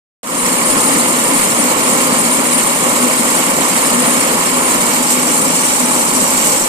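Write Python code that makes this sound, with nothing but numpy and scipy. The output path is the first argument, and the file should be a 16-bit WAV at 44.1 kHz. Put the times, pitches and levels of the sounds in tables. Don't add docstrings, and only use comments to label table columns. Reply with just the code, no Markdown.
import sys
import numpy as np
from scipy import signal
from scipy.fft import rfft, irfft
from scipy.io import wavfile
from scipy.ndimage import uniform_filter1d

SR = 44100
rng = np.random.default_rng(int(sys.argv[2]) if len(sys.argv) > 2 else 0)


def wav_record(signal):
    frames = np.transpose(np.atleast_2d(signal))
    bounded = np.clip(frames, -1, 1)
    quanta = np.round(bounded * 32767).astype(np.int16)
    wavfile.write(sys.argv[1], SR, quanta)


N = 294588
TIME = np.arange(N) / SR

# middle in seconds, length in seconds, level in dB.
AIR_PUFFS = [(0.45, .08, -35), (.73, .1, -36), (1.4, .09, -36), (6.5, .45, -46)]
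# pitch in Hz, level in dB.
HUM_TONES = [(169, -37), (338, -43.5), (507, -42), (1724, -51)]
# frequency in Hz, left and right relative level in dB.
ROAR_COLOUR = [(20, -19.5, -23), (55, -25.5, -22.5), (97, -18.5, -18.5), (138, -7, -14.5),
               (196, -3.5, -6.5), (285, -1, -5.5), (430, -4, -5.5), (620, -4, -5.5), (780, -3.5, -9),
               (1130, -9.5, -2.5), (1354, -6.5, -4), (1600, -17.5, -16), (3050, -28, -17.5),
               (8250, -49, -61)]
# pitch in Hz, width in Hz, boost in dB.
AIR_RESONANCES = [(186.4, 9.9, 4.5), (238.3, 50, 7.5), (278.7, 16, 6.5), (311, 9.2, 4.5), (370.6, 9.8, 3),
                  (436, 12, 1), (507, 49, 6), (554.6, 18.5, 5), (611.4, 21, 4)]
# pitch in Hz, width in Hz, left and right level
# in dB, change in dB after drawing back.
MOUTH_WAVES = [(859, 59, -31.5, -29, 2), (936, 94, -35, -44, 5), (1041, 212, -25, -22, -3)]
# middle in seconds, length in seconds, boost in dB.
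ROAR_GUSTS = [(.78, .08, 2.5), (.98, 0.18, 1.4), (1.3, 0.12, 1.5), (1.73, .1, 1), (2.1, .1, 0.8),
              (2.39, 0.051, 1.7), (4.72, 0.092, 0.5), (5.95, .1, 1.8)]
# middle in seconds, length in seconds, boost in dB.
NOTE_SWELLS = [(.44, 0.11, 7), (1.1, .08, 3), (2.05, 0.15, 3), (2.38, 0.11, 7), (3.03, 0.073, 7),
               (4.01, 0.11, 10), (5.0, 0.083, 2), (5.16, 0.098, 9), (5.83, .07, 8.5)]
# pitch in Hz, width in Hz, left and right level in dB,
# change in dB after drawing back.
DRUM_RINGS = [(1834, 216, -41, -30, -11.5), (2174, 250, -34.5, -32, -21), (3344, 110, -47, -40.5, -5),
              (4660, 130, -58, -53, 12), (5550, 100, -53, -47, 7.5), (5700, 54, -54, -42, 12),
              (6210, 170, -43, -49, 10), (7600, 430, -43, -38.5, 16), (8350, 710, -39, -49, 13),
              (9530, 200, -47, -54, 10)]
# pitch in Hz, relative level in dB.
SHIMMER_TONES = [(3350, -44), (3800, -42), (4080, -41), (4340, -41.5), (4620, -40), (4860, -42),
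                 (5280, -40), (5520, -40), (6110, -38.5), (6420, -39), (9830, -42), (10270, -43),
                 (10700, -42), (10950, -43), (11800, -42), (12400, -43), (12800, -41), (13530, -45)]
# pitch in Hz, width in Hz, change in dB.
WALL_RESONANCES = [(2230, 200, 1.5), (2870, 180, 1.5), (3560, 170, -2), (3740, 120, 2.5), (5280, 110, 4),
                   (5520, 110, 3.5), (5880, 110, -3), (6070, 170, 4), (6750, 130, 3.5), (7480, 160, 1.5),
                   (8000, 140, -2.5), (8170, 300, 3.5), (9830, 100, 5), (10270, 140, 4), (10480, 110, -3),
                   (10620, 110, 4.5), (10900, 200, 3), (11816, 130, 3), (12010, 90, -2.5),
                   (12600, 220, 2.5), (13310, 150, -7), (13530, 140, 3)]
# frequency in Hz, left and right relative level in dB.
CLATTER_COLOUR = [(300, -20, -20), (1200, -9, -5), (1750, -8, -1.5), (2000, -8, -.5), (2250, -3.5, 2.5),
                  (2550, -6, -2.5), (2800, -4.5, -.5), (3600, -12, -8), (4700, -13, -9), (5800, -17, -15),
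                  (8000, -20, -18), (14000, -30, -30)]
# frequency in Hz, left and right relative level in dB.
PATTER_COLOUR = [(2500, -28, -28), (4300, -13, -10), (5100, -14.5, -13), (5900, -13, -12.5),
                 (6450, -8.5, -7), (7100, -4, .5), (7650, -2, 5), (8300, -1, -2.5), (8950, 2.5, -5),
                 (9500, -3.5, -12), (10050, -15, -18.5), (10900, -11.2, -10.4), (11400, -12, -11.7),
                 (12900, -8.5, -7.2), (13400, -12, -12), (14200, -16, -16)]
# middle in seconds, length in seconds, change in dB.
BEAN_SPRAYS = [(1.9, 0.27, 1.5), (3.02, .12, 0), (3.32, 0.18, 1), (4.04, .1, 0.5), (4.4, .12, -0.5),
               (5.11, .06, 3), (5.4, 0.2, 2.5), (5.98, 0.17, 1.5), (6.27, 0.16, 3), (6.53, 0.21, 3.5)]
# start in seconds, strength in dB.
HARD_HITS = [(1.182, -21), (1.251, -19), (1.392, -11), (4.278, -12), (4.659, -19), (4.701, -19),
             (5.119, -17), (6.389, -11)]
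# frequency in Hz, left and right gain in dB.
HIT_COLOUR = [(800, -20, -20), (2300, -3, -1), (5500, -4, -3), (7700, 0, 2), (10000, -5, -6),
              (13000, -3, -3)]
# pitch in Hz, seconds to fade by 60 dB, left and right relative level in dB.
BALL_TONES = [(8905, .05, -2, -4.5), (9188, .2, 5.5, -8)]
# middle in seconds, length in seconds, change in dB.
WHINE_SWELLS = [(.4, .12, 3), (.69, 0.071, 6.5), (.9, 0.26, 5), (1.1, .06, 1), (1.33, 0.24, 5),
                (1.49, .06, -3), (1.6, .06, 7), (1.77, 0.092, -6), (2.2, 0.17, 2), (2.325, 0.05, 6),
                (2.56, 0.14, 4.5), (3.2, .06, 3), (3.36, 0.12, 1), (3.58, 0.19, -4), (3.85, 0.072, 4),
                (4.06, 0.077, 4.5), (4.23, 0.068, 5), (4.45, .1, -1), (4.66, .1, 4.5), (4.82, 0.077, 3),
                (4.99, .14, -5), (5.4, 0.17, 5.5), (5.87, 0.25, 7), (6.18, .08, 6), (6.35, .14, -7)]
# time in seconds, gain from 0 to 1.
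FADE_IN = [(.2302, 0), (.2312, .22), (.28, .38), (.47, 1)]

LEFT_LAG_S = 0.00022


def undb(db):
    return 10 ** (np.asarray(db) / 20)


def unit(x):
    return x / np.sqrt(np.mean(x ** 2))


def flutter(per_s):
    hold = int(SR / per_s)
    steps = rng.standard_normal(N)[np.arange(N) // hold]
    return unit(uniform_filter1d(uniform_filter1d(steps, hold), hold))


def hump(middle_s, length_s):
    return np.exp(-(2 * (TIME - middle_s) / length_s) ** 2)


def swelling(table):
    return undb(sum(db * hump(middle_s, length_s) for middle_s, length_s, db in table))


def drawn_back(near_db, change_db, start_s=4.55, length_s=0.86):
    progress = np.clip((TIME - start_s) / length_s, 0, 1)
    return undb(near_db + change_db * (1 - np.cos(np.pi * progress)) / 2)


def resonance(x, hz, width):
    band = signal.butter(2, [hz - width / 2, hz + width / 2], "bandpass", fs=SR, output="sos")
    return unit(signal.sosfilt(band, x))


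def colour(x, spectrum, resonances, size=4096):
    hz = np.maximum(np.arange(size // 2 + 1) * SR / size, 1)
    points, *sides = np.transpose(spectrum)
    db = np.array([np.interp(np.log(hz), np.log(points), side) for side in sides])
    for centre, width, boost in resonances:
        db = db + boost / (1 + (2 * (hz - centre) / width) ** 2)
    cepstrum = irfft(np.log(undb(db)))
    cepstrum[:, 1:size // 2] *= 2
    cepstrum[:, size // 2 + 1:] = 0
    response = irfft(np.exp(rfft(cepstrum)))
    return signal.fftconvolve(x, response, axes=1)[:, :N]


def air_stream(room_db, flutter_db=-0.43):
    stream = rng.standard_normal(N) * undb(flutter_db * flutter(per_s=40))
    direct = np.array([np.interp(TIME - LEFT_LAG_S, TIME, stream), stream])
    return direct + undb(room_db) * rng.standard_normal((2, N))


def draught(steady_db=-50, cutoff_hz=35, left_boost_db=6.0):
    low_pass = signal.butter(2, cutoff_hz, fs=SR, output="sos")
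    rumble = signal.sosfilt(low_pass, air_stream(room_db=15))
    puffs = sum(undb(db) * hump(middle_s, length_s) for middle_s, length_s, db in AIR_PUFFS)
    return (undb(steady_db) + puffs) * unit(rumble * undb([[left_boost_db], [0]]))


def motor(wander=0.00184, waver_db=2):
    shaft_s = np.cumsum(1 + wander * flutter(per_s=5)) / SR
    out = 0
    for hz, db in HUM_TONES:
        strength = np.sqrt(2) * undb(db + waver_db * flutter(per_s=7.6))
        out = out + strength * np.sin(2 * np.pi * hz * shaft_s)
    return out


def drum_note(hz=251, left_db=-29, right_db=-33, wander=0.01794, waver_db=2.5):
    phase = 2 * np.pi * np.cumsum(hz * (1 + wander * flutter(per_s=30))) / SR
    lag = np.array([[2 * np.pi * hz * LEFT_LAG_S], [0]])
    strength = swelling(NOTE_SWELLS) * undb(waver_db * flutter(per_s=18))
    return np.sqrt(2) * undb([[left_db], [right_db]]) * strength * np.sin(phase - lag)


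def standing_waves():
    out = 0
    for hz, width, left_db, right_db, change_db in MOUTH_WAVES:
        gain = drawn_back(np.array([[left_db], [right_db]]), change_db)
        out = out + gain * resonance(air_stream(room_db=-5.5), hz, width)
    return out


def blower(gust_db=0.75):
    gusts = undb(gust_db * flutter(per_s=22))
    return gusts * unit(colour(air_stream(room_db=-24.5), ROAR_COLOUR, AIR_RESONANCES))


def shimmer(count=260, ring_s=.065, pitch_spread=.014, spread_db=6.0, boost_db=1.0):
    t = TIME[:int(ring_s * SR)]
    fading = undb(-60 * t / ring_s)
    out = 0
    for hz, db in SHIMMER_TONES:
        pings = np.zeros((2, N + len(t)))
        starts = rng.integers(0, N, count)
        for start, (detune, loudness) in zip(starts, rng.standard_normal((count, 2))):
            cycles = hz * (1 + pitch_spread * detune) * t + rng.random((2, 1))
            strength = undb(spread_db * min(loudness, 1))
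            pings[:, start:start + len(t)] += strength * fading * np.sin(2 * np.pi * cycles)
        out = out + undb(db + boost_db) * unit(pings[:, :N])
    return out


def impacts(per_s, spread_db):
    happens = rng.random(N) < per_s / SR
    strength = undb(spread_db * np.minimum(rng.standard_normal(N), 2))
    return happens * strength * rng.choice([-1, 1], N)


def drum_knocks(per_s, spread_db, crack_s, ring_s, ring_db, spots=16):
    t = TIME[:SR // 12]
    decay = np.exp(-t / crack_s) + undb(ring_db) * np.exp(-t / ring_s)
    out = 0
    for _ in range(spots):
        echoes = unit(decay * rng.standard_normal((2, len(t))))
        clicks = impacts(per_s / spots, spread_db)
        out = out + signal.oaconvolve(clicks[None], echoes, axes=1)[:, :N]
    return unit(out)


def drum_ringing():
    knocks = drum_knocks(per_s=900, spread_db=4.5, crack_s=0.0001, ring_s=0.0047, ring_db=-2, spots=12)
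    out = 0
    for hz, width, left_db, right_db, change_db in DRUM_RINGS:
        gain = drawn_back(np.array([[left_db], [right_db]]), change_db)
        out = out + gain * resonance(knocks, hz, width)
    return out


def hard_hits(ring_s=.004):
    force = sum(undb(db) * (TIME >= s) * np.exp(-abs(TIME - s) / ring_s) for s, db in HARD_HITS)
    return colour(force * rng.standard_normal((2, N)), HIT_COLOUR, WALL_RESONANCES)


def ball_whine(flicker_db=1.3, even_s=0.067):
    out = 0
    for hz, fade_s, left_db, right_db in BALL_TONES:
        pole = np.exp((2j * np.pi * hz - np.log(1000) / fade_s) / SR)
        ring = signal.lfilter([1], [1, -pole], impacts(per_s=500, spread_db=2))
        power = uniform_filter1d(abs(ring) ** 2, int(even_s * SR))
        ring = ring / np.sqrt(power + 1e-9)
        out = out + np.array([undb(left_db) * unit(ring.real), undb(right_db) * unit(ring.imag)])
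    return swelling(WHINE_SWELLS) * undb(flicker_db * flutter(per_s=28)) * out


def bean_clatter():
    knocks = drum_knocks(per_s=1900, spread_db=3.5, crack_s=0.0001, ring_s=0.01, ring_db=-4.5)
    return unit(colour(knocks, CLATTER_COLOUR, WALL_RESONANCES))


def wall_patter():
    ticks = drum_knocks(per_s=650, spread_db=2.0, crack_s=0.00019, ring_s=0.015, ring_db=-7)
    return swelling(BEAN_SPRAYS) * unit(colour(ticks, PATTER_COLOUR, WALL_RESONANCES))


def scene(surge_db=.55):
    roar = drawn_back(near_db=-18, change_db=-1) * blower() + standing_waves()
    air = swelling(ROAR_GUSTS) * roar + drum_note() + draught()
    clatter = drawn_back(near_db=-22, change_db=-1) * bean_clatter()
    patter = drawn_back(near_db=-16.5, change_db=-0.2) * wall_patter()
    rattle = clatter + patter + drum_ringing() + shimmer()
    surge = undb(surge_db * flutter(per_s=11))
    mix = air + motor() + surge * rattle + hard_hits()
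    return mix + drawn_back(near_db=-25.5, change_db=-3) * ball_whine()


def record(dry):
    times, gains = np.transpose(FADE_IN)
    faded = np.interp(TIME, times, gains) * dry
    rounded = faded / (1 + (faded / .95) ** 6) ** (1 / 6)
    low_pass = signal.ellip(10, .1, 80, 14100, fs=SR, output="sos")
    return signal.sosfilt(low_pass, rounded)


dry = scene()
out = record(dry)
wav_record(out)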